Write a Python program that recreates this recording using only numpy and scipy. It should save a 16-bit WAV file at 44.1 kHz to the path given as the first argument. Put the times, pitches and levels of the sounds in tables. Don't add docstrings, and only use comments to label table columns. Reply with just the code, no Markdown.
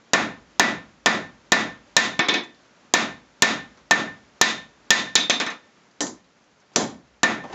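import sys
import numpy as np
from scipy import signal
from scipy.fft import rfft, irfft
from scipy.io import wavfile
from scipy.ndimage import uniform_filter1d

SR = 44100
rng = np.random.default_rng(int(sys.argv[2]) if len(sys.argv) > 2 else 0)


def elevation(decibels):
    levels = np.asarray(decibels, float)
    return 10 ** (levels / 20)


def generate_wav(sig):
    pcm = np.round(np.clip(np.atleast_2d(sig).T, -1, 1) * 32767).astype(np.int16)
    wavfile.write(sys.argv[1], SR, pcm)


N = 332682
RING_S, WALL_TOP_HZ, MIC_TOP_HZ = .7, 2150, 8230
OVERLOAD = .73
HALO_WIDTH = .008

# (time [s], strength [dB], hardness [dB], ring [dB], spot [-1 heel to 1 horn])
BLOWS = [(.134, -6, -5, -6.5, -0.57), (.596, -5.5, -3.5, -4.5, .9), (1.060, -6.5, -4, -4.5, 0.71),
         (1.520, -6, -2.5, -3, 0.23), (1.966, -8.5, 3, 1, 0.14), (2.938, -7.5, -0.5, -6.5, -0.49),
         (3.422, -6, 0.5, -3.5, -0.58), (3.910, -7, -3.5, -2.5, -0.57), (4.413, -9.5, 5, 1, -0.18),
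         (4.905, -9.5, 5, 2, -0.26), (7.232, -8.5, -5.5, -3, -0.83)]
# (time [s], strength [dB], hardness [dB], ring [dB])
BOUNCES = [
    (2.192, -7.5, -16.5, 1.5),
    (2.285, -11.5, -8, 4),
    (2.340, -15, -10, 5),
]
# (time [s], strength [dB], hardness [dB], ring [dB])
REBOUNDS = [
    (5.154, -11, 6, 4),
    (5.297, -13, 2, 2.5),
    (5.400, -17, -5, -4.5),
    (5.464, -21.5, -12, 1),
    (5.503, -29, -8, -24),
]
# (time [s], strength [dB], hardness [dB], ring [dB])
TAPS = [
    (6.006, -23.5, 0.5, 2.5),
    (6.067, -41.5, 3.5, -7),
]
# (time [s], strength [dB], hardness [dB], ring [dB])
GLANCE = [(6.760, -12, 1, -8)]
# (time [s], strength [dB], hardness [dB], ring [dB])
KNOCKS = [
    (7.437, -33.5, -23, -16),
    (7.448, -40, -20, -1.5),
    (7.497, -41, -1, -1),
    (7.524, -37.5, 9, -3),
    (7.533, -33, -27, 1),
]
# (time [s], level [dB], pitch [Hz])
TICKS = [(2.435, -45, 7100), (2.545, -56, 4000), (3.773, -56.5, 905), (3.773, -54, 5500),
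         (4.690, -61, 6600), (5.910, -60.5, 5000), (6.068, -37, 6300), (6.242, -59, 4010),
         (6.440, -61.5, 6000), (6.601, -58.5, 5990), (6.615, -61, 796), (6.660, -61, 4500),
         (6.716, -60, 796), (6.735, -55, 5500), (7.142, -68.5, 3030), (7.437, -43.5, 750)]
# (blow [dB], bounce [dB], tap [dB], knock [dB], rebound [dB], T60 [s])
BODY_MODES = [(-26.5, -30, -27, -17.5, -46, 0.29), (-31, -41, -36, -26, -20.5, 0.053),
              (-30, -20.5, -35, -19, -23, 0.13), (-27, -35, -19, -15.5, -30.5, 0.22),
              (-25, -37, -41, -39, -29.5, 0.025), (-17, -31, -28, -21, -28.5, 0.09),
              (-7, -10.5, -17.5, -19, -13, 0.26), (-27.5, -35, -33.5, -27.5, -40, 0.29),
              (-21.5, -31.5, -29, -30, -38.5, 0.24), (-23.5, -5.5, -17, -23, -19.5, 0.073),
              (-30.5, -34, -53, -41, -23.5, 0.29), (-24, -4.5, -41, -34.5, -13, 0.087)]
# (blow [dB], bounce [dB], tap [dB], knock [dB], rebound [dB], T60 [s])
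HEAD_MODES = [(-35.5, -35, -41, -25.5, -40.5, .15), (-25, -22, -18, -40, -17, .14),
              (-26, -13, -33, -43.5, -30, 0.3), (-21, -15, -37, -42, -9.5, 0.37),
              (-13, -13, -31, -35, -6, 0.2), (-33, -26, -19, -45, -14, 0.09),
              (-21, -34, -22, -37.5, -31, 0.25), (-33, -18, -27, -38, -15, 0.18),
              (-27, -28, -18, -40, -28, .09), (-24, -19, -27, -35, -12, .15),
              (-18, -32, -20, -46, -30, 0.21), (-18, -30, -18, -40, -20, 0.045)]
MODE_HZ = [222, 260, 716, 1037, 1290, 1553, 1793, 1807, 1960, 2241, 2466, 2530, 3100, 3295, 3470, 3603,
           3870, 4050, 4861, 5340, 5935, 6232, 6612, 7200]
# (pitch [Hz], hardness gain [dB/dB], gain towards horn [dB])
CHOOSY_MODES = [(1960, -.2, 4), (2530, 0, -3), (3603, 1.1, -2), (3870, .3, 1), (4861, .6, 7), (6232, .5, 1),
                (6612, .4, -5)]
SPREAD_DB = [1.5, 2, 3, 3, 2]
HALO_DB = [7, 17, 21, 14, 13]
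WALL_S = [.005577, .022309, .038762, .165086]
WALL_DB = [2, -2, 4.5, -20]
# (frequency [Hz], level [dB/Hz])
CRACK = [(59, -44), (100, -2.5), (999, -5), (1850, -13), (3750, -7), (4580, -9), (7070, -4), (7600, -3.5),
         (9880, -39), (16700, -120)]
# (delay [s], level [dB])
ECHOES = [(.0056, -5), (.0085, -16.5), (0.012, -10), (0.024, -15)]
# (frequency [Hz], T60 [s])
TAIL_T60 = [(50, 2.9), (80, 0.65), (150, 0.51), (300, 0.34), (1000, 0.31), (3000, 0.29), (7500, 0.25)]
# (frequency [Hz], level [dB/Hz])
BLOW_TAIL = [(60, -41.5), (120, -22), (205, -10.5), (260, -5), (330, -7.5), (440, -11), (620, -6.5),
             (1000, -6.5), (1700, -4.5), (2400, -6.5), (3000, -12), (3700, -7), (4600, -15.5),
             (7600, -16.5)]
BOUNCE_TAIL = [(35, -54), (60, -50.5), (303, 1.5), (592, -13.5), (1070, -8.5), (1390, -14.5), (1840, -8),
               (2700, -11), (3590, -1.5), (7600, -23.5), (9880, -61), (16700, -120)]
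REBOUND_TAIL = [(35, -69), (60, -49), (233, -2), (546, -8), (2550, -5), (3050, -9.5), (3520, -4.5),
                (4400, -10.5), (5500, -14.5), (7600, -15.5), (9880, -56.5), (16700, -120)]
TAP_TAIL = [(35, -66), (60, -34), (303, 5), (446, -5), (1040, -3), (1230, -9.5), (2000, -12), (2440, -23.5),
            (5960, -7.5), (7600, -4), (9880, -47), (16700, -120)]
GLANCE_TAIL = [(35, -57.5), (60, -37.5), (263, -2.5), (493, -8.5), (696, -5.5), (2820, -21.5),
               (3250, -18.5), (4490, -19.5), (6330, -18.5), (7600, -13.5), (9880, -55), (16700, -120)]
KNOCK_TAIL = [(35, -49), (60, -42), (211, -1.5), (1000, -5.5), (1390, -22.5), (1530, -20.5), (2120, -17.5),
              (7600, -39), (9880, -69), (16700, -120)]
# (frequency [Hz], level [dB/Hz])
AIR = [(15, -43), (25, -23.5), (210, 3.5), (373, -1), (497, -2), (602, -0.5), (647, -4), (1360, -4.5),
       (2190, -8), (2470, -9.5), (3060, -11.5), (4380, -13.5), (7600, -15.5), (9880, -42), (16700, -120)]
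# (time [s], level [dB])
AIR_DB = [(0, -60), (3, -59.5), (5.8, -60), (6.3, -63), (7.54, -63.5)]
# (peak time [s], level [dB], rise [s], fall [s])
SHUFFLES = [(6.75, -57.5, 0.037, .08), (7.45, -63, .05, .1), (7.54, -49.5, .05, .1)]


def at_hz(points, hz):
    table_hz, value = np.transpose(points)
    return np.interp(np.log(hz), np.log(table_hz), value)


def rms_one(x):
    return x / np.sqrt(np.mean(x ** 2) + 1e-20)


def coloured(white, spectrum):
    size = white.shape[-1]
    hz = np.maximum(np.arange(size // 2 + 1) * SR / size, 1)
    return rms_one(irfft(rfft(white) * elevation(at_hz(spectrum, hz)), size))


def add(out, s, sound):
    i = round(s * SR)
    out[i:i + len(sound)] += sound[:N - i]


def strokes(table, column, tail, force_db, crack_db, echo_db, tail_db, lasting, sameness,
            thud_db, thud_follows, crack_follows):
    s, level_db, bright_db, ring_db, *spot = np.transpose(table)
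    spot = spot[0] if spot else 0 * s
    size = round(RING_S * SR)
    shared = np.sqrt(sameness) * rng.standard_normal(size)
    white = shared + np.sqrt(1 - sameness) * rng.standard_normal((len(s), size))
    wash = coloured(halo(white, column), tail)
    sound = elevation(tail_db) * reverberation(wash, thud_db + thud_follows * bright_db, bright_db, lasting)
    crack = cracks(rng.standard_normal((len(s), size)), bright_db, echo_db)
    sound += elevation(crack_db + crack_follows * bright_db)[:, None] * crack
    sound += elevation(ring_db)[:, None] * ringing(column, bright_db, spot)
    fade = np.minimum(np.linspace(4, 0, size), 1)
    out = np.zeros(N)
    for when_s, db, one in zip(s, level_db, sound * fade):
        add(out, when_s - .0004, elevation(db + force_db) * one)
    return out


def cracks(white, bright_db, echo_db, contact_s=.0041):
    t = np.arange(white.shape[1]) / SR
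    burst = coloured(white, CRACK) * (1 - np.exp(-t / .0004)) * np.exp(-(t / contact_s) ** 2)
    burst = signal.sosfilt(signal.butter(2, 180, "high", fs=SR, output="sos"), burst)
    dull = signal.lfilter([.22], [1, -.78], burst)
    burst = dull + elevation(bright_db)[:, None] * (burst - dull)
    echoes = sum(elevation(db + echo_db) * np.roll(burst, round(s * SR), axis=1) for s, db in ECHOES)
    return burst + echoes


def ringing(column, bright_db, spot, swell_s=.002):
    modes = np.array(BODY_MODES + HEAD_MODES)
    t = np.arange(round(RING_S * SR)) / SR
    low = (np.array(MODE_HZ) < WALL_TOP_HZ)[:, None]
    waver = rng.standard_normal((len(modes), len(t)))
    waver = rms_one(uniform_filter1d(uniform_filter1d(waver, size=900), size=900))
    envelope = elevation(-60 * t / modes[:, -1:]) * (1 - np.exp(-t / swell_s))
    sines = np.sin(2 * np.pi * np.outer(MODE_HZ, t)) * envelope
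    returns = sum(elevation(db) * np.roll(sines, round(s * SR), axis=1) for s, db in zip(WALL_S, WALL_DB))
    heard = np.where(low, sines + returns, sines * (1 + .3 * waver))
    spread_db = SPREAD_DB[column] * rng.standard_normal((len(bright_db), len(modes)))
    return elevation(modes[:, column] + spread_db + favoured(bright_db, spot)) @ heard


def favoured(bright_db, spot):
    hz, per_db, per_spot = np.transpose(CHOOSY_MODES)
    extra_db = np.outer(np.clip(bright_db, -7, 7), per_db) + np.outer(spot, per_spot)
    return extra_db @ np.equal.outer(hz, MODE_HZ)


def halo(white, column):
    size = white.shape[1]
    hz = np.arange(size // 2 + 1) * SR / size
    centre_hz = np.array(MODE_HZ)[:, None]
    level_db = np.array(BODY_MODES + HEAD_MODES)[:, column, None] + HALO_DB[column]
    peaks = elevation(level_db) / (1 + ((hz - centre_hz) / (HALO_WIDTH * centre_hz)) ** 2)
    return irfft(rfft(white) * (1 + (peaks * (centre_hz > WALL_TOP_HZ)).sum(axis=0)), size)


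def reverberation(white, thud_db, bright_db, lasting, build_cycles=2, build_s=.003):
    size = white.shape[1]
    t = np.arange(size) / SR
    spectrum, hz = rfft(white), np.arange(size // 2 + 1) * SR / size
    out = 0
    for centre_hz in 50 * 2 ** (np.arange(23) / 3):
        share = np.clip(1 - 3 * np.abs(np.log2(np.maximum(hz, 1) / centre_hz)), 0, 1)
        rise = 1 - np.exp(-t / (build_s + build_cycles / centre_hz))
        fall = elevation(-60 * t / lasting / at_hz(TAIL_T60, centre_hz))
        tone_db = thud_db * np.clip(np.log2(1200 / centre_hz) / 2, 0, 1)
        tone_db = tone_db + bright_db * np.clip(np.log2(centre_hz / 1800), 0, 1)
        out = out + elevation(tone_db)[:, None] * irfft(spectrum * share, size) * rise * fall
    return out


def ticks(cycles=13.0, tail_db=-8):
    out, t = np.zeros(N), np.arange(4000) / SR
    for s, db, hz in TICKS:
        band = signal.butter(1, [hz * .8, hz * 1.2], "band", fs=SR, output="sos")
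        burst = rms_one(signal.sosfilt(band, rng.standard_normal(len(t))))
        decay = np.exp(-t * hz / cycles) + elevation(tail_db - 500 * t)
        add(out, s, elevation(db) * burst * (1 - np.exp(-t / .0015)) * decay)
    return out


def air(flicker_db=.7):
    t = np.arange(N) / SR
    flicker = rms_one(uniform_filter1d(rng.standard_normal(N), size=3000))
    shuffle = 0
    for peak_s, db, rise_s, fall_s in SHUFFLES:
        shuffle = shuffle + elevation(db) * np.exp(-np.abs(t - peak_s) / np.where(t < peak_s, rise_s, fall_s))
    level = np.hypot(elevation(np.interp(t, *np.transpose(AIR_DB))), shuffle)
    return level * elevation(flicker_db * flicker) * coloured(rng.standard_normal(N), AIR)


def scene():
    blows = strokes(BLOWS, column=0, tail=BLOW_TAIL, force_db=1.0, crack_db=1.0, echo_db=-13.5, tail_db=-3.5,
                    lasting=1.104, sameness=.76, thud_db=3.1, thud_follows=-.26, crack_follows=.21)
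    bounces = strokes(BOUNCES, column=1, tail=BOUNCE_TAIL, force_db=-9.5, crack_db=7.5, echo_db=-17.0, tail_db=11.5,
                      lasting=.84, sameness=.18, thud_db=8.9, thud_follows=1.1, crack_follows=.1)
    rebounds = strokes(REBOUNDS, column=4, tail=REBOUND_TAIL, force_db=-5.5, crack_db=3.5, echo_db=-9.0, tail_db=4.5,
                       lasting=.76, sameness=.53, thud_db=-.4, thud_follows=.3, crack_follows=.063)
    taps = strokes(TAPS, column=2, tail=TAP_TAIL, force_db=-5, crack_db=9.5, echo_db=-3, tail_db=5.5,
                   lasting=.88, sameness=.35, thud_db=3.5, thud_follows=1.0, crack_follows=.27)
    glance = strokes(GLANCE, column=2, tail=GLANCE_TAIL, force_db=-1.0, crack_db=2.5, echo_db=-9.5, tail_db=-3.5,
                     lasting=1.0, sameness=.11, thud_db=5.5, thud_follows=0, crack_follows=0)
    knocks = strokes(KNOCKS, column=3, tail=KNOCK_TAIL, force_db=2.5, crack_db=-40, echo_db=-6, tail_db=2,
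                     lasting=.37, sameness=.18, thud_db=-.5, thud_follows=.079, crack_follows=-1.12)
    return (blows + bounces + rebounds + taps + glance + knocks + ticks() + air())[None]


def gain_control(x, knee_db=-24, slope=.69, release_db_s=260, attack_s=.008):
    release_db = release_db_s * np.arange(N) / SR
    level_db = 10 * np.log10(signal.lfilter([.004], [1, -.996], x ** 2) + 1e-12)
    held_db = np.maximum.accumulate(level_db + release_db) - release_db
    pole = np.exp(-1 / (attack_s * SR))
    cut_db = signal.lfilter([1 - pole], [1, -pole], slope * np.maximum(held_db - knee_db, 0))
    return x * elevation(-cut_db)


def low_pass(x):
    return signal.sosfilt(signal.butter(12, 16820, fs=SR, output="sos"), x)


def record(dry):
    x = gain_control(dry[0])
    x = 1.203 * np.tanh(x / .84)
    x = signal.sosfilt(signal.cheby2(10, 60, MIC_TOP_HZ * 1.086, fs=SR, output="sos"), x)
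    x = x / (1 + (np.abs(x) / OVERLOAD) ** 14) ** (1 / 14)
    x = signal.sosfilt(signal.cheby2(12, 60, 17000, fs=SR, output="sos"), x)
    return low_pass(x[None])


dry = scene()
out = record(dry)
generate_wav(out)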